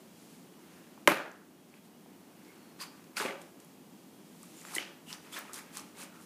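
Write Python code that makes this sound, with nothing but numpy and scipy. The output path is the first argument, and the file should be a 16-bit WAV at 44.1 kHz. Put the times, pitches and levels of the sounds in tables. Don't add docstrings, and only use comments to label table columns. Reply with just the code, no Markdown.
import sys
import numpy as np
from scipy import signal
from scipy.fft import rfft, irfft
from scipy.io import wavfile

SR = 44100
rng = np.random.default_rng(int(sys.argv[2]) if len(sys.argv) > 2 else 0)


def invert_db(level):
    return 10 ** (np.asarray(level, dtype=float) / 20)


def dump_mix(stems):
    frames = np.atleast_2d(stems).T
    limited = np.clip(frames, -1, 1)
    pcm = np.round(limited * 32767).astype(np.int16)
    wavfile.write(sys.argv[1], SR, pcm)


N = 275625

# pitch_hz, level_db
FLOOR_COLOUR = [(15, -73.5), (25, -61.5), (59, -40.5), (75, -19), (128, -14), (163, 0), (197, 0.5),
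                (311, -1.5), (518, -12), (862, -14.5), (1510, -22.5), (2960, -24), (3480, -26.5),
                (8200, -27.5), (15200, -28.5)]
FLOOR_DB = -54
# pitch_hz, width_hz, level_db (above the floor)
WHINES = [
    (91.2, 4.6, -25.5),
    (3280, 5, -28.5),
    (2900, 40, -29.5),
]
# peak_s, rustle_db, swell_s, fade_s, dull_db (dull part above the rustle)
RUSTLE = [(0.0, -64.5, .1, .25, -3), (.212, -58.5, 0.27, 0.18, -9), (.326, -58, .3, .25, -9),
          (.736, -61.5, 0.53, 0.7, 2.5), (1.77, -62.5, .2, .02, 1), (1.852, -61.5, 0.065, .035, -12),
          (2.13, -76.5, 0.5, .6, 9.5), (3.45, -62, 0.055, .12, -7), (3.606, -62, 0.032, 0.33, -5),
          (3.986, -65, 0.32, 0.34, -6), (4.35, -72, .35, .1, 1)]
# start_s, peak_db, pitch_hz, width_share (of the pitch)
CRACKS = [(0.977, -41.5, 890, 0.55), (1.74, -41.5, 2190, 0.46), (2.06, -47, 778, 0.12),
          (3.169, -29, 1440, .3), (3.177, -29, 1470, 0.17), (3.2, -24, 1440, .3), (3.206, -27, 1560, 0.29),
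          (3.223, -33.5, 870, 0.077), (3.289, -27, 2100, 0.21), (4.433, -46, 1110, .3),
          (4.617, -46, 1820, .3), (4.685, -41, 1720, .34), (4.736, -36.5, 1160, 0.21),
          (4.753, -35, 950, 0.37), (4.764, -26, 1970, 0.093), (5.494, -40, 1220, .21),
          (5.768, -43, 1160, 0.17)]
# start_s, peak_db, pitch_hz, width_share (of the pitch)
SNAPS = [(1.3158, -39, 6730, 0.47), (1.6994, -48, 6730, .4), (2.4487, -50, 4790, .4),
         (3.1687, -23, 4630, 0.52), (3.1784, -37, 4550, .35), (3.1924, -29, 4480, .4),
         (3.199, -37, 3740, .4), (3.2234, -26, 3700, .4), (3.417, -36, 7500, .8), (3.6017, -37, 7150, 0.99),
         (3.6473, -38.5, 10700, 0.74), (4.431, -33, 8610, 0.53), (4.6137, -37, 7300, .4),
         (4.7638, -27, 9650, .4), (5.128, -25.5, 5250, 0.21), (5.3887, -36, 10400, .37),
         (5.5412, -30, 9150, 0.52), (5.7958, -33, 5610, 0.29), (6.0104, -38, 4640, .4),
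         (6.0174, -32, 6860, .47), (6.024, -38, 5340, .4), (6.0354, -32, 9080, .61),
         (6.2127, -42.5, 9500, .4), (6.238, -44, 9310, 0.43)]
# start_s, peak_db, pitch_hz,
# spray_ms, width_share (of the pitch)
TICKS = [(4.7505, -22, 9700, 5.7, 0.15), (4.753, -24, 8200, 4.4, .2), (4.752, -31, 4200, 4.0, 0.14),
         (2.804, -40, 4200, 5.0, 0.27), (4.783, -30, 9000, 1.5, .3), (5.129, -26, 3400, 0.4, 0.42),
         (5.389, -27, 14600, 3.0, .1), (7.2, -34, 2500, .6, .8), (5.543, -31, 5700, 2.0, 0.18),
         (5.135, -34, 4500, 4.0, .5), (3.042, -45, 5500, 2.0, .7), (5.274, -49, 2800, 1.5, .3),
         (5.5336, -23, 7600, .8, .55),
    (5.7714, -17, 7000, .3, .9),
    (4.7826, -19, 2150, 2.5, .18),
    (4.7826, -19, 2930, 2.5, .16),
    (3.1692, -24, 2300, 3.0, .35),
    (4.6512, -33, 1300, 1.2, .5),
    (4.6514, -39, 4300, 1.0, .4),
]
SNAP_SPRAY_MS, CRACK_SPRAY_MS = 4.4, 4.4
# start_s, peak_db, pitch_hz, ring_cycles
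BLOW = [
    (1.07497, 7, 2150, 4.4),
    (1.0760, -4, 2900, 6.0),
    (1.0779, 1, 950, 5.0),
    (1.0797, -3, 1000, 2.6),
    (1.0847, -6, 1300, 2.6),
]
# pitch_hz, level_db, t60_s
BODY = [
    (316.3, -25.5, 0.3),
    (343, -20, 0.16),
    (584.4, -12, 0.057),
    (1056, -21, 0.12),
    (1657, -16, 0.026),
    (2070, -20, 0.048),
    (181.4, -29.5, 0.19),
]
# pitch_hz, width_hz, level_db
EDGE = [
    (10500, 4700, -1),
    (5500, 3000, -21),
]
# low_hz, high_hz, level_db
BLOW_SPREAD = [
    (200, 885, 9.5),
    (714, 2430, 10.5),
    (2650, 4100, -7.5),
    (4930, 22000, -3.5),
]
SPLINTER_DB, SPLINTER_T60_S = -17.5, 0.029
# pitch_hz, t60_s, level_db
KITCHEN = [
    (137, 0.37, 1.5),
    (294, 0.5, -3.5),
    (590, 0.52, 2.5),
    (1200, 0.55, -4),
    (2520, 0.43, -4.5),
    (4700, 0.42, -6.5),
    (9120, 0.29, -8),
    (15000, .22, -10.5),
]
WET_DB = -2
# start_s, end_s, start_hz, end_hz, level_db
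SQUEAKS = [
    (2.468, 2.53, 2170, 2150, -65.5),
    (2.46, 2.83, 4520, 4200, -73.5),
]
# start_s, end_s, start_hz, end_hz, level_db
BLADE = [(2.792, 2.848, 4650, 4680, -47.5), (2.84, 2.96, 4760, 4700, -68), (2.78, 2.85, 1132, 1093, -56),
         (3.167, 3.179, 4650, 4650, -38.5), (4.55, 4.62, 7170, 7000, -62.5), (4.643, 4.7, 7250, 7400, -58),
         (5.058, 5.141, 2910, 2850, -53.5), (5.322, 5.36, 3340, 3500, -49.5),
         (5.348, 5.417, 1934, 1455, -50), (5.456, 5.582, 1250, 1350, -57.5),
         (5.75, 5.823, 1200, 1200, -57.5), (5.978, 6.036, 9440, 9500, -56),
         (6.109, 6.224, 1350, 1268, -62.5)]
SQUEAK_WIDTH_HZ = 120
RUB_WIDTH_HZ, RUB_WIDENS = 250, 0.41
# peak_s, fizz_db, swell_s, fade_s, depth_db (rind crunch above fizz)
PRESSING = [(2.47, -68.5, .3, 1, 5.5), (2.97, -67.5, 0.32, 0.26, 4), (4.44, -62, 0.12, .2, -13),
            (4.61, -55.5, 0.57, .3, -9.5), (4.72, -49, 0.16, .05, -1.5), (4.82, -64, .02, .3, 0),
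            (5.25, -62.5, 0.32, 0.44, 3.5), (5.46, -63, 0.25, 0.25, 6.5), (5.67, -67, 0.18, 0.25, 7),
            (5.88, -63.5, 0.22, .15, -2), (6.146, -65.5, .1, .1, 7), (6.222, -59, 0.13, 0.088, -9)]
# peak_s, fizz_db, swell_s, fade_s, depth_db
PUSHES = [
    (2.81, -43.5, 0.022, 0.055, -2),
    (3.171, -39, 0.011, 0.12, 2),
    (3.209, -46, 0.046, 0.14, 9),
    (3.261, -57, .03, 0.077, 16.5),
    (3.414, -58, 0.033, 0.018, -13),
    (4.75, -38.5, 0.03, 0.05, -9),
]
# peak_s, fizz_db, swell_s, fade_s, depth_db
SAWING = [
    (5.095, -50, 0.044, 0.069, -10),
    (5.128, -50, .05, 0.048, -1.5),
    (5.327, -46.5, 0.01, 0.15, -5),
    (5.372, -46.5, 0.072, 0.054, 2.5),
    (5.536, -45, .01, 0.12, -11),
    (5.581, -48.5, 0.07, 0.024, 1),
    (5.746, -49, 0.035, .06, -4.5),
    (5.769, -46, .01, 0.074, -4.5),
    (5.986, -52, 0.038, .1, 1),
    (6.022, -48.5, 0.077, 0.062, -1),
]
# level_db (above the fizz), depth_share (it gains), fade_factor (how much longer it fades)
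FIZZ = (-3.8, 0.0, 0.76)
TEARING = (-5, 0.21, 0.82)
CRUNCH = (-2.53, 1.0, 1.02)
HOLLOW = (-12, 1.4, 1)
SWELL_DB = 20
HOLD_S = 0.014
# start_s, peak_db, pitch_hz, ring_cycles
THUDS = [
    (3.2055, -26, 420, 5.0),
    (3.212, -26, 380, 6.0),
    (3.2508, -15, 370, 4.0),
    (3.2585, -23, 370, 5.0),
    (3.291, -27, 380, 6.0),
    (4.766, -28, 343, 8.0),
    (4.788, -32, 554, 7.0),
]
DUCK_DB, RECOVER_S = -2.5, 0.74
MIC_BASS_HZ = 167


def rms_one(x):
    return x / np.sqrt(np.mean(x ** 2) + 1e-20)


def band(x, low_hz, high_hz):
    edges_hz = [low_hz, min(high_hz, .45 * SR)]
    return signal.sosfilt(signal.butter(2, edges_hz, "band", fs=SR, output="sos"), x)


def resonance(x, hz, width_hz):
    r = np.exp(-np.pi * width_hz / SR)
    top = (1 - r * r) / 2
    return signal.lfilter([top, 0, -top], [1, -2 * r * np.cos(2 * np.pi * hz / SR), r * r], x)


def add(out, start_s, sound):
    i = round(start_s * SR)
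    out[i:i + len(sound)] += sound[:N - i]


def ring(db, hz, t60_s):
    t = np.arange(round(t60_s * SR)) / SR
    swell = 1 - np.exp(-3 * hz * t)
    return invert_db(db - 60 * t / t60_s) * np.sin(2 * np.pi * hz * t) * swell


def drift(rate_hz):
    low_pass = signal.butter(2, rate_hz, fs=SR, output="sos")
    return rms_one(signal.sosfilt(low_pass, rng.standard_normal(N + 4000))[4000:])


def gesture(peak_s, db, swell_s, fade_s):
    t = np.arange(0, N, 16) / SR - peak_s
    below = np.maximum(-t / swell_s, (t - HOLD_S) / fade_s)
    return invert_db(2 * (db - SWELL_DB * np.maximum(below, 0)))


def gain(power):
    return np.interp(np.arange(N) / 16, np.arange(len(power)), np.sqrt(power))


def floor():
    hz = np.maximum(np.fft.rfftfreq(N, 1 / SR), 1)
    points = np.array(FLOOR_COLOUR)
    colour = invert_db(np.interp(np.log(hz), np.log(points[:, 0]), points[:, 1]))
    colour *= np.sqrt(1 + (MIC_BASS_HZ / np.maximum(hz, 30)) ** 6)
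    out = rms_one(irfft(rfft(rng.standard_normal(N)) * colour, N))
    for hz, width_hz, db in WHINES:
        whine = resonance(resonance(rng.standard_normal(N), hz, width_hz), hz, width_hz)
        out += invert_db(db) * rms_one(whine)
    return invert_db(FLOOR_DB) * out


def rustle():
    noise = rng.standard_normal((2, N))
    hiss = rms_one(band(noise[0], 2500, 11000))
    shuffle = rms_one(band(noise[1], 434, 2230))
    bright, dull = 0, 0
    for peak_s, db, swell_s, fade_s, dull_db in RUSTLE:
        bright = bright + gesture(peak_s, db - 5.5, swell_s, fade_s)
        dull = dull + gesture(peak_s, db - 4.5 + dull_db, swell_s, fade_s)
    return gain(bright) * hiss + gain(dull) * shuffle


def breaks(table):
    out = np.zeros((2, N))
    t = np.arange(900) / SR
    for start_s, db, hz, spray_ms, width in table:
        slips = rng.standard_normal(900) + 6.0 * (t == 0)
        spray = slips * invert_db(-20 * t * 1000 / spray_ms)
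        near = resonance(resonance(spray, hz, width * hz), hz, width * hz)
        broad = resonance(spray * invert_db(-20 * t * 1000 / 1.5), hz, 2 * width * hz)
        level = invert_db(db - 3.5) / np.abs(near).max()
        add(out[0], start_s, level * near)
        add(out[1], start_s, level * rms_one(broad) * np.std(near))
    return out


def blow():
    out = np.zeros((2, N))
    t = np.arange(1500) / SR
    blow_s = BLOW[0][0]
    for start_s, db, hz, cycles in BLOW:
        add(out[0], start_s, ring(db, hz, cycles / hz))
    for hz, db, t60_s in BODY:
        add(out[0], blow_s + 0.0013, ring(db, hz, t60_s))
    contact = 1. * (t == 0)
    splinters = rng.standard_normal(1500) * invert_db(SPLINTER_DB - 60 * t / SPLINTER_T60_S)
    edge = sum(invert_db(db) * resonance(contact, hz, width_hz) for hz, width_hz, db in EDGE)
    add(out[0], blow_s + .0001, band(splinters, 3800, 12000) + edge)
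    for low_hz, high_hz, db in BLOW_SPREAD:
        add(out[1], blow_s, invert_db(db + 16.0) * band(contact, low_hz, high_hz))
    return out


def kitchen(x):
    t = np.arange(SR // 2 + SR // 4) / SR
    tail = np.zeros(len(t))
    for hz, t60_s, db in KITCHEN:
        noise = band(rng.standard_normal(len(t)), hz / 1.16, hz * 1.472)
        tail += invert_db(db - 60 * t / t60_s) * noise
    tail *= np.clip((t - .005) / .006, 0, 1) / np.sqrt(SR * .03)
    tail *= invert_db(1.6 * drift(120)[:len(t)])
    return invert_db(WET_DB) * signal.fftconvolve(x, tail)[:N]


def blade():
    out = np.zeros(N)
    rubs = [(*row, SQUEAK_WIDTH_HZ) for row in SQUEAKS]
    rubs += [(*row, RUB_WIDTH_HZ * (row[2] / 1000) ** RUB_WIDENS) for row in BLADE]
    for start_s, end_s, start_hz, end_hz, db, width_hz in rubs:
        hz = np.linspace(start_hz, end_hz, round((end_s - start_s) * SR))
        low_pass = signal.butter(2, width_hz / 2, fs=SR, output="sos")
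        rub = signal.sosfilt(low_pass, rng.standard_normal((2, SR // 2)))
        cos_part, sin_part = rub[:, :len(hz)]
        turn = 2 * np.pi * np.cumsum(hz) / SR
        song = rms_one(cos_part * np.cos(turn) + sin_part * np.sin(turn))
        add(out, start_s, invert_db(db) * np.sqrt(np.hanning(len(hz))) * song)
    return out


def crackle(per_s, low_hz, high_hz, cycles, spread_db, clump_db, tilt_db, count):
    sizes = invert_db(spread_db * np.minimum(rng.exponential(1, N), 4)) * rng.choice([-1, 1], N)
    happens = rng.random(N) < per_s / SR
    bursts = sizes * invert_db(clump_db * drift(63)) * happens
    dealt = rng.integers(0, count, N)
    out = np.zeros(N)
    for k, hz in enumerate(np.geomspace(low_hz, high_hz, count)):
        level = invert_db(tilt_db * np.log2(hz / low_hz))
        out += level * resonance(bursts * (dealt == k) + 1e-18, hz, hz / cycles)
    return rms_one(out)


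def strokes():
    fizz = crackle(7000, 6600, 10700, cycles=2.4, spread_db=3.0, clump_db=0.5, tilt_db=0.0, count=6)
    tearing = crackle(2500, 2600, 5500, cycles=1.5, spread_db=2.5, clump_db=0.0, tilt_db=-4.5, count=5)
    crunch = crackle(1200, 898, 2530, cycles=5.7, spread_db=2.0, clump_db=1.5, tilt_db=-2.0, count=8)
    hollow = crackle(600, 340, 720, cycles=9.7, spread_db=3.0, clump_db=4.5, tilt_db=-3.0, count=4)
    layers = [(fizz, FIZZ), (tearing, TEARING), (crunch, CRUNCH), (hollow, HOLLOW)]
    out = np.zeros(N)
    for sound, (above_db, share, longer) in layers:
        power = 0
        for peak_s, db, swell_s, fade_s, depth_db in PRESSING + PUSHES + SAWING:
            level_db = db + above_db + share * depth_db
            power = power + gesture(peak_s, level_db, swell_s, longer * fade_s)
        out += gain(power) * sound
    return out


def thuds():
    out = np.zeros(N)
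    for start_s, db, hz, cycles in THUDS:
        add(out, start_s, -ring(db, hz, cycles / hz))
    return band(out, 140, 3000)


def scene():
    snaps = [(s, db, hz, SNAP_SPRAY_MS, width) for s, db, hz, width in SNAPS]
    cracks = [(s, db, hz, CRACK_SPRAY_MS, width) for s, db, hz, width in CRACKS]
    sharp = blow() + breaks(snaps + cracks + TICKS)
    near, spread = sharp + strokes() + blade() + thuds()
    return (near + kitchen(spread) + rustle() + floor())[None]


def band_limit(x):
    return signal.sosfilt(signal.butter(12, 16460, fs=SR, output="sos"), x)


def record(dry):
    since_s = np.arange(N) / SR - BLOW[0][0]
    duck_db = DUCK_DB * np.clip(since_s / 0.02, 0, 1) * np.clip(1.6 - since_s / RECOVER_S, 0, 1)
    bass_cut = signal.butter(3, MIC_BASS_HZ, "high", fs=SR, output="sos")
    top_cut = signal.cheby2(16, 40, 15650, fs=SR, output="sos")
    x = signal.sosfilt(bass_cut, dry * invert_db(duck_db))
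    x = signal.sosfilt(top_cut, x)
    mix = np.clip(x, -.94, .94)
    return band_limit(mix)


dry = scene()
out = record(dry)
dump_mix(out)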